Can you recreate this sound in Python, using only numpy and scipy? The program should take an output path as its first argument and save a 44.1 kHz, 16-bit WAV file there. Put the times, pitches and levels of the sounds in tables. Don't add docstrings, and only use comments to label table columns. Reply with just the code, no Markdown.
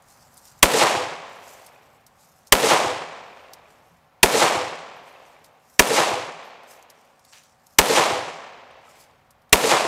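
import sys
import numpy as np
from scipy import signal
from scipy.io import wavfile
from scipy.ndimage import uniform_filter1d

SR = 44100
rng = np.random.default_rng(int(sys.argv[2]) if len(sys.argv) > 2 else 0)


def boost(x):
    u = np.asarray(x, float) / 20
    return 10 ** u


def unload_wav(signal):
    wavfile.write(
        sys.argv[1],
        SR,
        np.round(np.clip(np.atleast_2d(signal).T, -1, 1) * 32767).astype(np.int16),
    )


N = 435263


def unit(x):
    return x / np.sqrt(np.mean(x ** 2) + 1e-20)


def along(points, hz):
    f, v = np.transpose(points)
    return np.interp(np.log(hz + 1), np.log(f + 1), v)


def curves(rows):
    s, *cols = np.transpose(rows)
    return [np.interp(np.arange(N) / SR, s, c) for c in cols]


def shaped(x, gain_db, size=512):
    hz, t, z = signal.stft(x, SR, nperseg=size)
    z = z * boost(gain_db(hz[:, None], t))
    return signal.istft(z, SR, nperseg=size)[1][..., :len(x)]


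def hiss(spectrum, patchy_db):
    def gain_db(hz, t):
        patches = rng.standard_normal((len(hz), len(t)))
        patches = uniform_filter1d(uniform_filter1d(patches, 12, 0), 4, 1)
        return along(spectrum, hz) + patchy_db * unit(patches)
    return unit(shaped(rng.standard_normal(N), gain_db, size=1024))


def add(track, s, x):
    part = track[round(s * SR):][:len(x)]
    part += x[:len(part)]


# t/s, peak level/dB, echo level/dB, echo brightness/dB
SHOTS = [
    (.6281, 4, 0, 0.5),
    (2.523, 3.5, 0.5, -0.5),
    (4.2306, 3, 0, 0),
    (5.7933, 3, -1.5, 0.5),
    (7.7862, 3.5, 0, 0.5),
    (9.528, 3.5, -0.5, 0.5),
]
# f/Hz, share
REPEATED_SHARE = [(300, .98), (1000, .9), (2000, .55), (4000, .2), (10000, .05)]


def shots():
    out, gas_habit = np.zeros(N), rng.standard_normal(SR // 8)
    early = trunks() + rows()
    early = np.pad(early, (0, 2 * SR - len(early)))
    fixed_answer = early + woods(lambda hz: along(REPEATED_SHARE, hz))
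    for s, db, echo_db, bright_db in SHOTS:
        fresh_answer = woods(lambda hz: 1 - along(REPEATED_SHARE, hz))
        add(out, s - .0028, strike())
        add(out, s, boost(db - 5) * blast(gas_habit))
        add(out, s, boost(echo_db) * fixed_answer)
        add(out, s, boost(echo_db + bright_db) * fresh_answer)
    return out


def strike():
    clack = signal.lfilter(*signal.butter(1, [1500, 6000], "band", fs=SR), rng.standard_normal(140))
    return .07 * clack


# f/Hz, level/dB (per Hz)
BLAST_COLOUR = [(30, -32), (120, -19), (350, 2), (900, -6), (1500, -7.5), (2200, 3.5), (4000, -3),
                (6000, -0.5), (8400, 2), (11000, -2.5), (15000, -4.5)]
# f/Hz, t60/s
BLAST_T60 = [(100, 0.097), (400, 0.09), (1000, 0.04), (2500, 0.025), (6000, .015), (12000, 0.0067)]


def blast(habit):
    t = np.arange(len(habit)) / SR
    linger_db, linger_t60_s = -22, .05

    def gas_db(hz, s):
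        tearing_db = -60 * s / along(BLAST_T60, hz)
        lingering_db = linger_db - 60 * s / linger_t60_s
        return along(BLAST_COLOUR, hz) + np.maximum(tearing_db, lingering_db)
    gas = shaped(habit + 1.05 * rng.standard_normal(len(t)), gas_db, size=64)
    push = 2.4 * boost(-60 * t / .055)
    drive = boost(25.5) * gas + push
    flat = drive / (1 + np.abs(drive) ** 6) ** (1 / 6)
    sag_db = np.where(flat > 0, -6, -3) * np.minimum(t / .011, 1.6)
    return flat * boost(sag_db) * np.minimum(t / 0.00038, 1)


# t/s after the shot, level/dB
TRUNKS = [(0.0264, -14), (0.03, -7), (0.0384, -18), (0.0432, -11.5), (0.049, -14.5), (0.0627, -11.5),
          (0.0727, -19), (0.0828, -13), (0.0993, -17), (0.111, -7), (0.1383, -21.5), (0.166, -14),
          (0.1702, -13.5), (0.1887, -8.5), (0.1999, -5.5), (0.211, -13), (0.2238, -11.5), (0.233, -15.5),
          (0.2685, -9.5), (0.2793, -17.5), (0.3033, -20.5), (0.3083, -16.5), (0.3235, -14)]


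def trunks():
    t, out = np.arange(400) / SR, np.zeros(SR)
    for s, db in TRUNKS:
        u = t / (.00018 + .0006 * s)
        rise_s = (.00001 * np.exp(s / .025)).clip(0, .00012)
        edge = 1 - np.exp(-t / rise_s)
        add(out, s, -boost(db + 11.5) * edge * (1 - u) * np.exp(-u))
    return signal.lfilter(*signal.butter(2, 300, "high", fs=SR), out)


# t/s after the shot, f/Hz, level/dB, half length/s
ROWS = [(0.113, 732, -30, 0.0084), (.12, 466, -14, 0.0044), (0.17, 540, -19, 0.003),
        (.19, 826, -16.5, 0.0057), (0.203, 610, -20.5, 0.0071), (0.203, 340, -23, 0.01),
        (0.231, 580, -38, 0.0017), (0.248, 714, -20.5, 0.0048), (0.306, 580, -43, 0.0063),
        (0.351, 806, -19, .005), (0.386, 510, -21.5, 0.0046), (0.344, 111.6, -33.5, 0.0056),
        (.215, 143.6, -33, 0.011), (0.408, 107, -44, 0.0086), (0.446, 127, -45.5, .01),
        (0.497, 160, -46.5, 0.011), (.57, 166.5, -50, .02)]


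def rows():
    t, out = np.arange(SR) / SR, np.zeros(SR)
    for s, hz, db, half in ROWS:
        swell = np.exp(-.5 * ((t - s) / half) ** 2)
        out += boost(db) * swell * np.sin(2 * np.pi * hz * (t - s))
    return out


def scatterers(count, spiky_db):
    clump_db, clump_s = 1.29, 0.0055
    clumps = unit(uniform_filter1d(rng.standard_normal(count), round(clump_s * SR)))
    size_db = spiky_db * rng.standard_normal(count) + clump_db * clumps
    return unit(rng.standard_normal(count) * boost(size_db))


# f/Hz, level/dB (per Hz)
WOODS_COLOUR = [(30, -48.5), (60, -32), (110, -12), (200, -11), (320, -8), (520, -1), (760, -0.5),
                (1100, -4), (1450, -10), (2400, -10.5), (5000, -15), (8000, -17.5), (13500, -27.5),
                (15700, -36.5)]
# t/s after the shot, level/dB
DEPTH = [(.02, -3), (.06, -8), (.13, -2.5), (.2, 2), (.36, -4), (.55, -17), (1.1, -31), (1.5, -44.5),
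         (1.9, -50)]
# f/Hz, loss/(dB per s)
SOAK = [(130, 6), (400, 2.5), (750, 1), (2400, 1.5), (5000, 13.5), (8000, 25.5)]
# t/s after the shot, register f/Hz, level/dB, half length/s
STANDS = [(.03, 11000, -4, .012), (.022, 1000, -5, .008), (.042, 200, 6, .014), (.075, 330, 5, .012),
          (0.073, 2406, 4, .012), (.095, 600, -3, .009), (.113, 200, 7.5, .012), (.113, 3000, 5, 0.0097),
          (.11, 110, -9, .045), (0.136, 330, 7, .014), (.16, 5995, 4.5, .03), (0.166, 750, -5, 0.0098),
          (0.184, 2400, 5.5, 0.01), (.19, 105, 10, .02), (.215, 850, 3, .012), (0.241, 2330, 3, 0.01),
          (.26, 260, -6, .025), (0.323, 494, 3, 0.035), (.58, 1810, 1.5, .08), (.6, 11000, 3, .1),
          (.75, 110, 6, 0.073), (1.298, 250, 6.5, .1)]
# f/Hz, level/dB
LEAVES = [(3000, -0.05), (5000, 1.5), (8000, 5.5), (13500, 10.5)]


def woods(share):
    soak_ends_s = 0.79
    stand_octaves, leaves_s = .8, .6

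    def colour_db(hz, t):
        return along(WOODS_COLOUR, hz) + 10 * np.log10(share(hz))

    def gain_db(hz, t):
        depth_db = np.interp(t, *np.transpose(DEPTH)) - along(SOAK, hz) * np.minimum(t, soak_ends_s)
        near_db = (20 * np.exp(-t / .25) - 8) / (1 + (hz / 250) ** 2)
        s, centre_hz, db, half = np.transpose(STANDS)
        register = np.exp(-.5 * (np.log2((hz + 60) / centre_hz) / stand_octaves) ** 2)
        swell = np.exp(-.5 * ((t - s[:, None]) / half[:, None]) ** 2)
        stands_db = register @ (db[:, None] * swell)
        air_db = -6 * t * np.maximum(hz / 1000 - 7.5, 0)
        bass_db = -18 * np.exp(-t / 0.23) * (hz < 140)
        leaves_db = along(LEAVES, hz) * np.exp(-t / leaves_s)
        return depth_db + leaves_db + near_db + stands_db + air_db + bass_db
    trees = scatterers(2 * SR, spiky_db=4.5)
    coloured = shaped(trees, colour_db, size=4096)
    onset = np.clip(np.arange(2 * SR) / SR / 0.0029, 0, 1) ** 2
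    return boost(-5) * shaped(coloured, gain_db) * onset


# t/s, peak level/dB
IMPACTS = [
    (0.812, -7),
    (2.6718, -6.5),
    (4.364, -6),
    (5.9706, -10.5),
    (7.9366, -6),
    (9.678, -9.5),
]


def impacts():
    out, t = np.zeros(N), np.arange(300) / SR
    pulse = (t / 0.0017) * np.exp(1 - t / 0.00027)
    for s, db in IMPACTS:
        noise = rng.standard_normal(len(t))
        add(out, s, boost(db - 8) * np.diff(noise, prepend=0) * pulse)
    return signal.lfilter(*signal.butter(2, 9000, fs=SR), out)


# t/s, cloth level/dB, fizz over cloth level/dB, time to fade 10 dB/s
MOVES = [(.11, -57.5, -6, .12), (.22, -61, -8, 0.15), (.382, -57, -4, 0.13), (.47, -51, -9, .065),
         (.596, -63, -5.5, 0.15), (1.33, -58, -10, .06), (1.494, -52.5, -4, 0.16), (1.669, -61, -9, 0.03),
         (1.83, -67, -3, 0.1), (1.94, -69, -1, .07), (2.227, -60, -5, 0.15), (2.37, -65, -3, 0.1),
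         (2.477, -54, -8, .02), (3.36, -67.5, -7.5, 0.3), (3.704, -65, -5, 0.1), (3.87, -70, -4.5, 0.16),
         (4.97, -66, -2, 0.03), (5.08, -60.5, -4, .07), (5.28, -63.5, -6, 0.15), (5.46, -62, -5, .03),
         (5.58, -65.5, -5, 0), (5.706, -65, -3, 0.2), (5.769, -60, -4.5, 0.13), (6.45, -69.5, 4.5, .05),
         (6.712, -51, -3.5, 0.05), (6.987, -65.5, -9.5, 0.16), (7.326, -54.5, -15, 0.14),
         (7.74, -63.5, -3, 0.17), (8.91, -58, -9, 0.1), (9.0, -53.5, -4, 0.04)]


def effort():
    rise_share, rest_db = 0.51, -84
    t = np.arange(0, N + 64, 64) / SR
    s, db, fizz_db, fade = np.transpose(MOVES)[:, :, None]
    slope_s = np.where(t < s, rise_share * fade, fade)
    power = boost(db - 10 * np.abs(t - s) / slope_s) ** 2
    cloth = power.sum(0) + boost(rest_db) ** 2
    fizz = (power * boost(fizz_db) ** 2).sum(0) + boost(rest_db - 8) ** 2
    return [np.interp(np.arange(N) / SR, t, np.sqrt(p)) for p in (cloth, fizz)]


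# f/Hz, level/dB (per Hz)
CLOTH_COLOUR = [(1800, -29.5), (3600, -12), (5000, -3), (7600, -3), (9500, -8), (12000, -28)]
# f/Hz, level/dB (per Hz)
FIZZ_COLOUR = [(7500, -28), (9500, -4.5), (12500, 1), (14500, -3), (16000, -16.5)]
# f/Hz, level/dB (per Hz)
SCUFF_COLOUR = [(350, -20), (900, -6), (1500, -3), (2500, 0.5), (6000, -7.5), (10000, -17.5)]
# t/s, level/dB, rise/s, t60/s
SCUFFS = [
    (7.322, -47, 0.009, 0.45),
    (8.9, -56, 0.047, 0.9),
    (.45, -60, 0.0082, 0.28),
]


def rustle():
    flutter_db, flutter_s = 1.3, .015
    cloth, fizz = effort()
    grain = unit(boost(2 * unit(uniform_filter1d(rng.standard_normal(N), 90))))
    flutter = unit(uniform_filter1d(rng.standard_normal(N), round(flutter_s * SR)))
    grain = unit(grain * boost(flutter_db * flutter))
    t = np.arange(N) / SR
    still = np.prod([(t < s) | (t > s + .6) for s, *_ in SHOTS], axis=0)
    moves = cloth * hiss(CLOTH_COLOUR, patchy_db=2) + fizz * hiss(FIZZ_COLOUR, patchy_db=2.5)
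    scuffs = np.zeros(N)
    for s, db, rise, t60 in SCUFFS:
        scuffs += boost(db - 60 * (t - s).clip(0) / t60) * ((t - s) / rise).clip(0, 1)
    return grain * (uniform_filter1d(still * 1., 4000) * moves + scuffs * hiss(SCUFF_COLOUR, patchy_db=1))


# t/s, peak level/dB, f/Hz, crackle relative to the peak level/dB
TICKS = [(0.022, -44, 7570, -16), (0.0838, -46, 9400, -12), (.3416, -41.5, 12100, -13),
         (0.3703, -37, 9000, -15), (.3765, -33, 8700, -16), (.4529, -38, 7500, -14),
         (.5903, -39, 7000, -16), (1.295, -46, 6960, -14), (1.6641, -38, 9000, -6), (2.0657, -43, 6000, -5),
         (2.4705, -34, 5630, -16), (3.534, -27, 5350, -15), (3.9694, -56, 7330, -12),
         (4.0444, -61, 4030, -12), (5.444, -38, 4630, -11), (6.6344, -47, 4750, -11),
         (6.825, -37, 6650, -17), (6.9006, -34, 5000, -13), (7.0495, -53, 6910, -12),
         (7.1934, -46, 5470, -14), (7.2496, -42, 4140, -10.5), (7.4349, -42.5, 4500, -15),
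         (7.667, -38.5, 6500, -13.5), (8.709, -54, 9000, -17), (9.307, -43.5, 5460, -9),
         (9.4194, -54.5, 5000, -11), (9.494, -48, 4000, -12)]


def ticks():
    spread_s, crackle_leads_s, crackle_t60_s = .012, 0.002, .06
    out, t, long = np.zeros(N), np.arange(200) / SR, np.arange(1800) / SR
    shape = (len(TICKS), len(long))
    grit = rng.standard_normal(shape) * boost(3 * rng.standard_normal(shape))
    grit = unit(signal.sosfilt(signal.butter(3, [3800, 14000], "band", fs=SR, output="sos"), grit))
    pulse = (t / .00013) * np.exp(1 - t / .00013)
    for (s, db, hz, crackle_db), noise in zip(TICKS, grit):
        crackle = boost(db + crackle_db - 60 * long / crackle_t60_s) * np.minimum(long / .002, 1) * noise
        add(out, s - crackle_leads_s, crackle)
        for k, (when, size, pitch) in enumerate(rng.uniform(size=(5, 3))):
            overtone = 0.55 * np.sin(2 * np.pi * (9000 + 5000 * pitch) * t)
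            burst = (np.sin(2 * np.pi * hz * t) + overtone) * pulse
            companion = k > 0
            delay_s = 0.0018 + companion * spread_s * (when - .35)
            add(out, s + delay_s, boost(db - companion * (11.5 + 8 * size)) * burst)
    return out


# t/s, level/dB, f/Hz, t60/s
KNOCKS = [
    (1.76, -41.5, 2500, 0.018),
    (3.452, -42, 2700, .025),
    (3.655, -44, 2424, .025),
    (5.16, -42.5, 2600, .03),
    (5.365, -43, 2300, .02),
    (8.88, -39.5, 1298, 0.039),
    (3.91, -47.5, 172, 0.18),
    (5.4, -53.5, 160, .15),
    (6.93, -55, 170, 0.11),
]


def knocks():
    out, t = np.zeros(N), np.arange(SR // 5) / SR
    for s, db, hz, t60 in KNOCKS:
        onset = 1 - np.exp(-t * hz / 2)
        add(out, s, boost(db - 60 * t / t60) * np.sin(2 * np.pi * hz * t) * onset)
    return out


# t/s, far hum level/dB, rumble level/dB
AMBIENCE = [(0, -58, -65.5), (.6, -57.5, -62.5), (1.5, -61, -67.5), (4, -61.5, -67.5), (7, -62, -72.5),
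            (9.87, -62.5, -65.5)]
# f/Hz, level/dB (per Hz)
FAR_COLOUR = [(120, -29), (200, -5), (327, -12), (744, -3), (815, -1), (1310, -6.5), (4130, -22.5),
              (8120, -32.5), (15700, -29)]
# f/Hz, level/dB (per Hz)
RUMBLE_COLOUR = [(15, -24), (30, -10), (60, -3), (100, -1), (160, -1.5), (220, -12.5), (400, -40)]
# f/Hz, level/dB
MACHINERY = [
    (152, -75.5),
    (240, -74),
    (550, -70.5),
    (752, -68.5),
]


def ambience():
    hum_db, rumble_db = curves(AMBIENCE)
    t, lines = np.arange(N) / SR, np.zeros(N)
    for hz, db in MACHINERY:
        drift = np.cumsum(rng.standard_normal(N)) * .022
        lines += boost(db) * np.sin(2 * np.pi * hz * t + drift)
    far = boost(hum_db) * hiss(FAR_COLOUR, patchy_db=.7)
    return far + lines + boost(rumble_db) * hiss(RUMBLE_COLOUR, patchy_db=-0.5)


def scene():
    return (shots() + impacts() + rustle() + ticks() + knocks() + ambience())[None]


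def roll_off(x):
    return signal.sosfilt(signal.butter(12, 15810, fs=SR, output="sos"), x)


def record(dry):
    x = signal.sosfilt(signal.butter(2, 35, "high", fs=SR, output="sos"), dry)
    x = np.clip(x, -1, 1)
    x = signal.sosfiltfilt(signal.butter(10, 15750, fs=SR, output="sos"), x)
    return roll_off(x)


dry = scene()
out = record(dry)
unload_wav(out)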